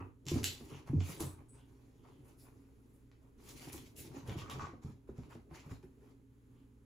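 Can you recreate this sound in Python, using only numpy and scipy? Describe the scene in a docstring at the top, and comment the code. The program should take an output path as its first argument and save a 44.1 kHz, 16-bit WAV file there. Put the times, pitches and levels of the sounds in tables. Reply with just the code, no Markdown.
"""A small room with a wooden floor, where kittens romp. One clips a plastic ball track and bounds into
a cardboard playhouse, and a toy's tiny bell jingles; then two scamper over a toy's nylon skirt, rattling
its hub, and onto a cushion. Paws thump and shake the boards, claws tick and rasp, fur rustles over
cardboard and cloth. The walls answer every move, over a faint appliance hum."""
import sys
import numpy as np
from scipy import signal
from scipy.fft import rfft, irfft, next_fast_len
from scipy.io import wavfile
from scipy.ndimage import uniform_filter1d, map_coordinates

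SR = 44100
rng = np.random.default_rng(int(sys.argv[2]) if len(sys.argv) > 2 else 0)


def inscribe(sig):
    """Save sig as 16-bit PCM at rate SR to the path in sys.argv[1].

    A 1-D sig is mono; a 2-D sig holds one channel per row.
    Samples are clipped to [-1, 1] before scaling.
    """
    pcm = np.round(np.clip(np.atleast_2d(sig).T, -1, 1) * 32767)
    wavfile.write(sys.argv[1], SR, pcm.astype(np.int16))


N = 302069

# Levels in the tables are relative; each layer sets its own trim. decay_s is the time to fall 60 dB.
# Colour of the still air: freq_hz, level_db
AIR_SPECTRUM = [(13, -42.5), (22, 0), (121, -3), (193, -9), (262, 2.5), (345, -15), (407, -6.5), (705, -33),
                (832, -23.5), (2300, -32), (5550, -40.5), (6920, -35.5), (8390, -41), (10700, -40.5),
                (15800, -45)]
# Partials of the appliance hum: pitch_hz, level_db
HUM_PARTIALS = [(59.2, -70), (119, -68.5), (272, -71.5), (414, -83)]
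# Fur and claw strokes on cardboard and cloth: start_s, swell_s, hold_s, brush_db, scratch_db, swish_db
RUSTLE_STROKES = [(0.0, 0.002, 0.0093, -52, -75, -84), (0.257, 0.031, 0.1, -57, -51.5, -61.5),
                  (0.431, .008, 0.016, -57, -46.5, -47), (0.51, 0.022, .17, -69, -64.5, -72),
                  (0.69, 0.012, 0.084, -61, -67, -75), (0.856, 0.024, .005, -57.5, -66, -72.5),
                  (0.914, 0.064, .02, -73, -69, -83), (0.991, 0.01, .03, -60, -59, -82),
                  (1.017, 0.07, 0.045, -58, -51.5, -56), (1.195, 0.0064, 0.011, -47.5, -54, -50.5),
                  (1.254, 0.017, 0.011, -58.5, -63.5, -65), (1.37, 0.017, 0.019, -66.5, -80, -87),
                  (1.517, 0.026, 0.063, -70, -77.5, -86), (1.617, 0.074, 1, -78, -81, -87),
                  (2.038, 0.013, 0.056, -70.5, -80, -88), (2.22, 0.057, 0.015, -68, -72.5, -73.5),
                  (2.364, .035, 0.047, -92, -76, -68), (2.429, 0.033, 0.017, -66.5, -76, -83),
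                  (2.54, .04, 0.037, -76, -82, -90), (2.603, 0.16, .25, -84.5, -87, -88.5),
                  (2.932, 0.0071, .005, -95, -86, -79), (3.165, 0.056, 0.058, -80, -86, -89),
                  (3.37, 0.037, .04, -70.5, -70, -77), (3.423, 0.072, 0.014, -64, -59, -62.5),
                  (3.526, 0.049, 0.12, -63.5, -58.5, -64.5), (3.719, 0.0078, 0.031, -61.5, -55.5, -57.5),
                  (3.816, 0.022, 0.038, -73, -67, -73), (3.954, .033, 0.021, -69, -52, -54),
                  (4.03, 0.018, .005, -65.5, -60.5, -79), (4.093, 0.07, 0.019, -57, -59, -71.5),
                  (4.242, 0.042, 0.034, -54, -61.5, -67.5), (4.361, .025, 0.016, -56.5, -55, -65.5),
                  (4.443, 0.052, 0.055, -55.5, -65, -89), (4.495, 0.0082, 0.0085, -50.5, -51.5, -62.5),
                  (4.577, 0.016, 0.057, -54, -58.5, -79), (4.814, 0.015, 0.073, -66, -69, -82),
                  (5.07, .01, 0.0054, -66.5, -77.5, -86), (5.151, 0.026, 0.0059, -65, -70, -83),
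                  (5.207, .022, .005, -69, -72.5, -81), (5.286, .015, .005, -70, -68, -80),
                  (5.302, 0.0065, 0.018, -60, -67, -76.5), (5.494, 0.026, .02, -62, -72.5, -81),
                  (5.527, .03, .02, -68, -61.5, -73.5), (5.605, 0.049, 0.039, -68.5, -70.5, -79),
                  (5.685, .025, 0.008, -59, -61, -73), (5.823, 0.0045, .008, -69.5, -76, -82),
                  (5.98, 0.056, 0.07, -72.5, -77.5, -87), (6.48, 0.066, 0.08, -82, -89, -95)]
# Colours of the dull brush, the dry scratch and the fine swish: freq_hz, level_db
BRUSH_SPECTRUM = [(200, -31.5), (450, -1), (650, -2), (900, 5), (1200, 0.5), (1700, -8), (2600, -10.5),
                  (5000, -54)]
SCRATCH_SPECTRUM = [(800, -54.5), (1500, -6), (2300, 2.5), (3400, -1.5), (5200, -1), (7300, -1),
                    (8300, -18), (10000, -24.5), (14000, -46.5)]
SWISH_SPECTRUM = [(4000, -45.5), (7000, -1), (8200, 0), (9800, 2), (12000, -0.5), (13500, -8), (15000, 2.5),
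                  (16000, -15.5)]
# Low murmur of the floor under light steps: freq_hz, level_db
PATTER_SPECTRUM = [(30, -18), (60, -0.5), (140, 1.5), (195, -9), (260, -2), (400, -2), (520, -14.5),
                   (900, -25.5), (2500, -53.5)]
# Paw landings: start_s, level_db, pitch_hz, decay_s, slap_offset_db
PAW_LANDINGS = [(0.004, -42.5, 97.5, 0.31, -14), (0.264, -39, 137.5, 0.32, -12),
                (0.315, -24.5, 347.6, 0.073, -8), (0.328, -31.5, 150, 0.13, -19),
                (0.340, -25.5, 107, 0.15, -10), (0.356, -24.5, 256.5, 0.13, -5),
                (0.371, -26.5, 313, 0.048, -9), (0.421, -36, 91.5, 0.21, -19), (0.604, -51.5, 240, 0.1, 8),
                (0.71, -42, 140.5, 0.21, 5.5), (0.752, -54, 135, .06, 3), (0.897, -23, 130.6, .11, -27),
                (0.932, -23, 289, 0.065, -27), (0.941, -20.5, 150, .17, -35),
                (0.956, -21.5, 94.4, 0.17, -30), (0.977, -23, 87.5, 0.076, -24),
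                (1.009, -30.5, 80, .05, -11), (1.09, -39.5, 150, 0.18, 2.5), (1.205, -29, 314.3, .14, -0.5),
                (1.234, -30, 139, 0.16, -19), (1.257, -36.5, 89, 0.22, -8), (2.189, -54, 134, .15, -9),
                (3.48, -58, 160, .1, -6), (3.672, -42, 162, .073, 0.5), (3.743, -42, 315, 0.1, 1.5),
                (3.985, -52, 167, .054, 0), (4.047, -47, 340, 0.071, -6), (4.165, -40, 270, 0.12, -3.5),
                (4.231, -42, 127, 0.29, -11), (4.285, -31, 112, 0.13, -8), (4.304, -40, 191, 0.1, 0),
                (4.355, -33.5, 319, 0.049, -4), (4.368, -29, 132, 0.071, -31),
                (4.419, -45.5, 102.6, 0.34, -19), (4.554, -34, 123, 0.066, -11),
                (4.578, -34.5, 148, 0.047, -8), (4.622, -40, 84, .13, -9), (4.690, -48, 332, 0.12, -19),
                (4.733, -41, 273, 0.049, 0.5), (4.847, -26.5, 138, 0.063, -24),
                (4.897, -40, 212, 0.098, -18), (5.090, -32, 385, 0.039, -11.5),
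                (5.185, -28.5, 129, 0.065, -12), (5.353, -42, 325, 0.051, -2.5),
                (5.514, -42.5, 323, 0.029, -1), (5.664, -42, 150, 0.053, -13), (5.713, -31, 108, 0.09, -16),
                (5.835, -46, 372, 0.12, -11)]
# Floorboard resonances: pitch_hz, level_db, decay_s
BOARD_MODES = [(87, 2, .16), (150, 5, .12), (250.7, 1, 0.14), (303, -2.5, 0.075), (385, -12, .10)]
# Dull slap of a paw pad: freq_hz, level_db
PAD_SPECTRUM = [(80, -16), (200, 4), (420, 1), (600, -6.5), (1100, -14.5), (2500, -34.5), (6000, -59)]
# Claws and toys ticking on hard things: start_s, level_db, tilt_db_per_octave
HARD_CONTACTS = [(0.255, -48, 8), (0.267, -31, 1.5), (0.285, -22.5, 2.5), (0.432, -28, -2),
                 (0.4426, -12.5, 4), (0.452, -29, -3), (0.702, -52, 10), (0.762, -52, -2),
                 (0.880, -37.5, -19), (1.006, -34.5, -8.5), (1.167, -42, -6), (1.205, -27.5, 9.5),
                 (1.212, -42.5, 9), (2.054, -49.5, -18), (3.116, -49, -8.5), (3.402, -53.5, -9),
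                 (3.491, -40, 8), (3.585, -48, -5), (3.70, -39.5, -9), (3.73, -31, 11), (3.780, -36.5, -3),
                 (3.965, -44, 8), (4.277, -41, 4), (4.296, -32, -10.5), (4.326, -37, -12), (4.389, -41, 0),
                 (4.499, -32.5, 4.5), (4.514, -47, -9), (4.621, -42, -6), (4.670, -37.5, -13),
                 (4.836, -49, 7), (5.181, -52.5, -3), (5.235, -48, -10), (5.310, -49.5, -13),
                 (5.354, -47, -13), (5.512, -45.5, -15.5), (5.711, -45, -14), (5.831, -54, -10)]
# Bright crack of a hard contact: freq_hz, level_db
CRACK_SPECTRUM = [(300, -19), (1200, -5.5), (1650, -3), (2000, 5), (2700, 3.5), (4300, 4.5), (5900, 5),
                  (7500, 5.5), (9500, -13.5), (12000, -9.5), (15800, -22)]
# Resonances of the ball track and toys: pitch_hz, level_db, decay_s
PLASTIC_MODES = [(1965, -9.5, .04), (3064, -0.5, .10), (3520, 6, 0.07), (3790, -5.5, 0.041),
                 (3973, -5.5, .10), (4130, -2.5, .10), (4564, -2.5, .11), (4676, -1.5, 0.13),
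                 (4900, -3, .10), (5690, -4.5, .12), (6660, -3, 0.074), (7415, -2, 0.076), (7330, -7, .09)]
# Claws dragged over plastic, cardboard and weave: start_s, end_s, level_db, first_hz, last_hz
CLAW_DRAGS = [(0.434, 0.528, -47.5, 4415, 3800), (0.682, 0.8, -62.5, 2686, 2860),
              (1.551, 1.67, -76, 2980, 3170), (1.919, 2.292, -82.5, 3170, 3010),
              (2.38, 2.443, -72.5, 4900, 5030), (4.264, 4.348, -58.5, 2897, 3077),
              (4.375, 4.417, -53, 2900, 3080), (4.494, 4.531, -48, 3100, 3266),
              (5.296, 5.338, -65, 1103, 3300), (5.522, 5.610, -59, 1388, 2633),
              (6.528, 6.66, -84.5, 3050, 3160)]
# Nudges to a toy's tiny bell: start_s, level_db
BELL_NUDGES = [(1.17, -58), (1.235, -52), (1.482, -59.5), (1.517, -68)]
# Resonances of the bell: pitch_hz, level_db, decay_s
BELL_MODES = [(8240, 1, 0.079), (8140, 2.5, 0.21), (9530, -3.5, 0.2), (9960, -12, 0.13), (10300, -13, 0.16)]
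# Knocks on the toy's hollow plastic hub: start_s, level_db
HUB_KNOCKS = [(4.418, -46.5), (4.461, -48), (4.497, -42), (4.596, -36.5), (4.611, -42), (4.632, -43),
              (4.652, -45), (4.696, -51.5)]
# Resonances of the hub: pitch_hz, level_db, decay_s
HUB_MODES = [(985, -33, 0.11), (1120, 2.5, 0.12), (1220, 4.5, 0.043), (1456, -4, 0.052), (1830, -14, 0.061)]
# How alike left and right are in diffuse sound: freq_hz, correlation
STEREO_LIKENESS = [(60, 0.82), (200, 0.83), (400, .75), (650, .15), (1000, .05), (2400, 0.11), (6000, 0.55),
                   (9000, 1), (15000, 0.58)]
# Reverb time of the room: freq_hz, decay_s
WALL_DECAY = [(80, 0.31), (300, 0.25), (1000, 0.28), (4000, 0.33), (8000, 0.25), (15000, 0.25)]
# Treble response of the microphone: freq_hz, gain_db
MIC_RESPONSE = [(7900, 0), (8250, -4.5), (8600, -14.5), (9200, 3), (12500, 3.5), (13400, -7), (14500, 0.5)]


def amp(db):
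    """Decibels to gain."""
    return 10 ** (np.asarray(db) / 20)


def unit_rms(x):
    """Scale to an rms of 1."""
    return x / np.sqrt(np.mean(x ** 2) + 1e-20)


def curve_at(points, hz):
    """Read (freq_hz, value) points along a log frequency axis."""
    freqs, values = np.transpose(points)
    return np.interp(np.log(hz + 1), np.log(freqs + 1), values)


def wobble(rate_hz):
    """A smooth random curve with rate_hz knots a second."""
    knots = rng.standard_normal(int(N * rate_hz / SR) + 4)
    return map_coordinates(knots, [np.arange(N) * rate_hz / SR])


def filtered(x, response):
    """Zero-phase filter; response gives the gain at each frequency."""
    n = x.shape[-1]
    size = next_fast_len(n + SR // 10)
    return irfft(rfft(x, size) * response(np.fft.rfftfreq(size, 1 / SR)), size)[..., :n]


def eq(x, spectrum):
    """Colour a sound with a (freq_hz, level_db) curve."""
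    return filtered(x, lambda hz: amp(curve_at(spectrum, hz)))


def add(track, start_s, sound):
    """Mix a sound into the track at start_s."""
    part = track[..., max(0, round(start_s * SR)):][..., :sound.shape[-1]]
    part += sound[..., :part.shape[-1]]


def diffuse(pair):
    """Two unrelated signals become left and right of a sound that arrives from all sides."""
    width = lambda hz: np.arccos(np.clip(curve_at(STEREO_LIKENESS, hz), -1, 1)) / 2
    mid, side = filtered(pair, lambda hz: np.array([np.cos(width(hz)), np.sin(width(hz))]))
    return np.array([mid + side, mid - side])


def in_room(x, wet_db):
    """The direct sound plus a fresh tail from the walls; each frequency dies at its own speed."""
    hz, t, bands = signal.stft(rng.standard_normal((2, SR // 3)), SR, nperseg=256)
    decay = amp(-60 * t / curve_at(WALL_DECAY, hz)[:, None])
    tail = diffuse(signal.istft(bands * decay, SR, nperseg=256)[1])
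    tail *= 1 - np.exp(-np.arange(tail.shape[1]) / SR / 0.0061)  # reflections build up
    reverb = signal.fftconvolve(np.atleast_2d(x), tail / np.linalg.norm(tail[0]), axes=1)
    return x + amp(wet_db) * reverb[:, :x.shape[-1]]


def ring(modes, t, spread):
    """Damped modes, with new strengths and slightly new pitches for each place struck."""
    hz, db, decay_s = np.transpose(modes)[:, :, None]
    strength, detune = rng.standard_normal((2, len(modes), 1))
    envelopes = amp(db + 2 * strength - 60 * t / decay_s)
    return np.sum(envelopes * np.sin(2 * np.pi * hz * (1 + spread * detune) * t), axis=0)


def room_tone():
    """The bed: still air and an appliance's slightly unsteady hum."""
    air = unit_rms(eq(diffuse(rng.standard_normal((2, N))), AIR_SPECTRUM))
    hum, t = np.zeros(N), np.arange(N) / SR
    for hz, db in HUM_PARTIALS:
        gain = np.sqrt(2) * amp(db + 1.5 * wobble(4.2))
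        hum += gain * np.sin(2 * np.pi * hz * t + 0.53 * wobble(8.3))
    return (amp(-66 + 1.1 * wobble(6)) * air + hum) * amp([[-0.6], [0.6]])  # leans right


def stroke_gains():
    """Brush, scratch and swish envelopes: each stroke swells, sags while held, then dies away."""
    sag_db_per_s, release_db_per_s = 3.5, 231.5
    t, power = np.arange(N) / SR, np.zeros((3, N))
    for start_s, swell_s, hold_s, *levels_db in RUSTLE_STROKES:
        held_s = np.maximum(t - start_s - swell_s, 0)
        fade_db = sag_db_per_s * held_s + release_db_per_s * np.maximum(held_s - hold_s, 0)
        envelope = np.clip((t - start_s) / swell_s, 0, 1) * amp(-np.minimum(fade_db, 200))
        power += np.outer(amp(levels_db) ** 2, envelope ** 2)
    return np.sqrt(power)


def patchy(pair, depth_db):
    """Each contact favours its own frequencies for a few hundredths of a second."""
    bands = signal.stft(pair, nperseg=1024)[2]
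    patches = uniform_filter1d(rng.standard_normal(bands.shape[1:]), size=6, axis=0)  # across pitch
    patches = uniform_filter1d(patches, size=4, axis=1)  # across time
    return signal.istft(bands * amp(depth_db * unit_rms(patches)), nperseg=1024)[1][:, :N]


def rub(gain, spectrum, snaps_per_s, grain_db, flutter_db, wet_db):
    """Fibres catch and slip: tiny snaps on a fluttering hiss, scattered by nearby surfaces."""
    snaps = unit_rms(rng.standard_normal(N) * (rng.random(N) < snaps_per_s / SR))
    hiss = diffuse(rng.standard_normal((2, N)))
    slips = eq(patchy(hiss + amp(grain_db) * snaps, depth_db=2.6), spectrum)
    stroke = gain * unit_rms(slips * amp(flutter_db * wobble(55)))
    return in_room(stroke, wet_db) / np.hypot(1, amp(wet_db))


def rustle(gains):
    """Fur and claws drag over cardboard and cloth: dull brush, dry scratch and a fine swish on top."""
    brush, scratch, swish = gains * amp([[-0.62], [-2.5], [-1.5]])
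    return (rub(brush, BRUSH_SPECTRUM, snaps_per_s=160, grain_db=-6, flutter_db=1, wet_db=-7.5)
            + rub(scratch, SCRATCH_SPECTRUM, snaps_per_s=140, grain_db=-9.5, flutter_db=2.5, wet_db=-7.5)
            + rub(swish, SWISH_SPECTRUM, snaps_per_s=450, grain_db=-6, flutter_db=2, wet_db=-8))


def patter(gains):
    """Many light steps keep the floor murmuring: the harder the kittens scuffle, the louder."""
    smear_s, medium_stroke_db = 0.088, -60
    rubbing_power = np.abs(uniform_filter1d(np.sum(gains ** 2, axis=0), size=round(smear_s * SR)))
    effort = np.sqrt(rubbing_power) / amp(medium_stroke_db)
    gain = amp(-58) * effort ** 0.58
    return rub(gain, PATTER_SPECTRUM, snaps_per_s=80, grain_db=-9, flutter_db=2.5, wet_db=-5)


def paw_thumps():
    """A soft landing booms in what it hits and shakes the floorboards; the pad's slap fills the room."""
    medium_landing_db, boards_db_per_db = -36, 0.6
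    thumps, slaps, t = np.zeros(N), np.zeros(N), np.arange(SR // 3) / SR
    for start_s, db, hz, decay_s, slap_offset_db in PAW_LANDINGS:
        boom = np.sin(2 * np.pi * hz * t) * amp(-60 * t / decay_s) * (1 - np.exp(-t * hz / 0.87))
        boards = ring(BOARD_MODES, t, spread=0.095) * (1 - np.exp(-t / 0.0037))
        boards_db = medium_landing_db - 12.5 + boards_db_per_db * (db - medium_landing_db)
        pad_noise = unit_rms(eq(rng.standard_normal(len(t)), PAD_SPECTRUM))
        slap = pad_noise * amp(-60 * t / 0.06) * (1 - np.exp(-t / 0.0018))
        add(thumps, start_s, amp(db) * boom + amp(boards_db) * boards)
        add(slaps, start_s, amp(db + slap_offset_db - 6) * slap)
    return (in_room(thumps, wet_db=-7) + in_room(slaps, wet_db=-1)) * amp([[-0.3], [0.3]])


def hard_ticks():
    """A hard contact is a sharp snap, brief chatter and a short plastic ring, mostly off the walls."""
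    out, t = np.zeros((2, N)), np.arange(SR // 3) / SR
    lead = SR // 1000  # pre-roll keeps the filtered attack whole
    for start_s, db, tilt_db_per_octave in HARD_CONTACTS:
        chatter = amp(-16.5) * rng.standard_normal(len(t)) * amp(-60 * t / 0.0095)
        snap = np.pad((t == 0) + chatter, (lead, 0))
        plastic = np.pad(ring(PLASTIC_MODES, t, spread=0.004), (lead, 0))
        tilt = lambda hz: amp(tilt_db_per_octave * np.log2(np.clip(hz, 700, 12000) / 4000))
        contact = filtered(eq(snap, CRACK_SPECTRUM) + amp(-41.5) * plastic, tilt)
        contact /= np.max(np.abs(contact))
        add(out, start_s - lead / SR, amp(db - 2.5) * in_room(contact, wet_db=1.8))
    return out


def claw_swipes():
    """Threads pass under a dragged claw: its rasp glides in pitch as its speed changes."""
    roughness_hz = 560
    out = np.zeros((2, N))
    for start_s, end_s, db, first_hz, last_hz in CLAW_DRAGS:
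        progress = np.linspace(0, 1, round((end_s - start_s) * SR))
        phase = 2 * np.pi * np.cumsum(first_hz + (last_hz - first_hz) * progress) / SR
        grit = unit_rms(filtered(rng.standard_normal(SR), lambda hz: 1 / (1 + (hz / roughness_hz) ** 2)))
        rasp = amp(db) * np.sin(np.pi * progress) * grit[:len(progress)] * np.sin(phase)
        add(out, start_s, in_room(np.pad(rasp, (0, SR // 3)), wet_db=-3))
    return out


def bell_jingles():
    """A pellet skitters inside the little bell and strikes it many times: a rough shimmer."""
    out, t = np.zeros(N), np.arange(SR // 4) / SR
    for start_s, db in BELL_NUDGES:
        for delay_s in rng.gamma(2, 0.012, size=12):
            add(out, start_s + delay_s, amp(db - 14.5) * ring(BELL_MODES, t, spread=0.018))
    return in_room(out, wet_db=-7.5)


def hub_rattle():
    """The toy's hollow hub knocks and rings as a kitten treads on its skirt."""
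    out, t = np.zeros((2, N)), np.arange(SR // 2) / SR
    for start_s, db in HUB_KNOCKS:
        add(out, start_s, amp(db - 11) * in_room(ring(HUB_MODES, t, spread=0.015), wet_db=4))
    return out


def scene():
    """The mix: footfalls for weight, ticks and toys for sparkle, friction for texture, over the bed."""
    gains = stroke_gains()
    footfalls = paw_thumps() + patter(gains)
    toys = hard_ticks() + hub_rattle() + bell_jingles()
    friction = rustle(gains) + claw_swipes()
    return footfalls + toys + friction + room_tone()


def record(dry):
    """The microphone has two narrow dips in the treble and keeps nothing above its band limit."""
    band_limit_hz = 15850
    return filtered(dry, lambda hz: amp(curve_at(MIC_RESPONSE, hz)) * (hz < band_limit_hz))


dry = scene()
out = record(dry)
inscribe(out)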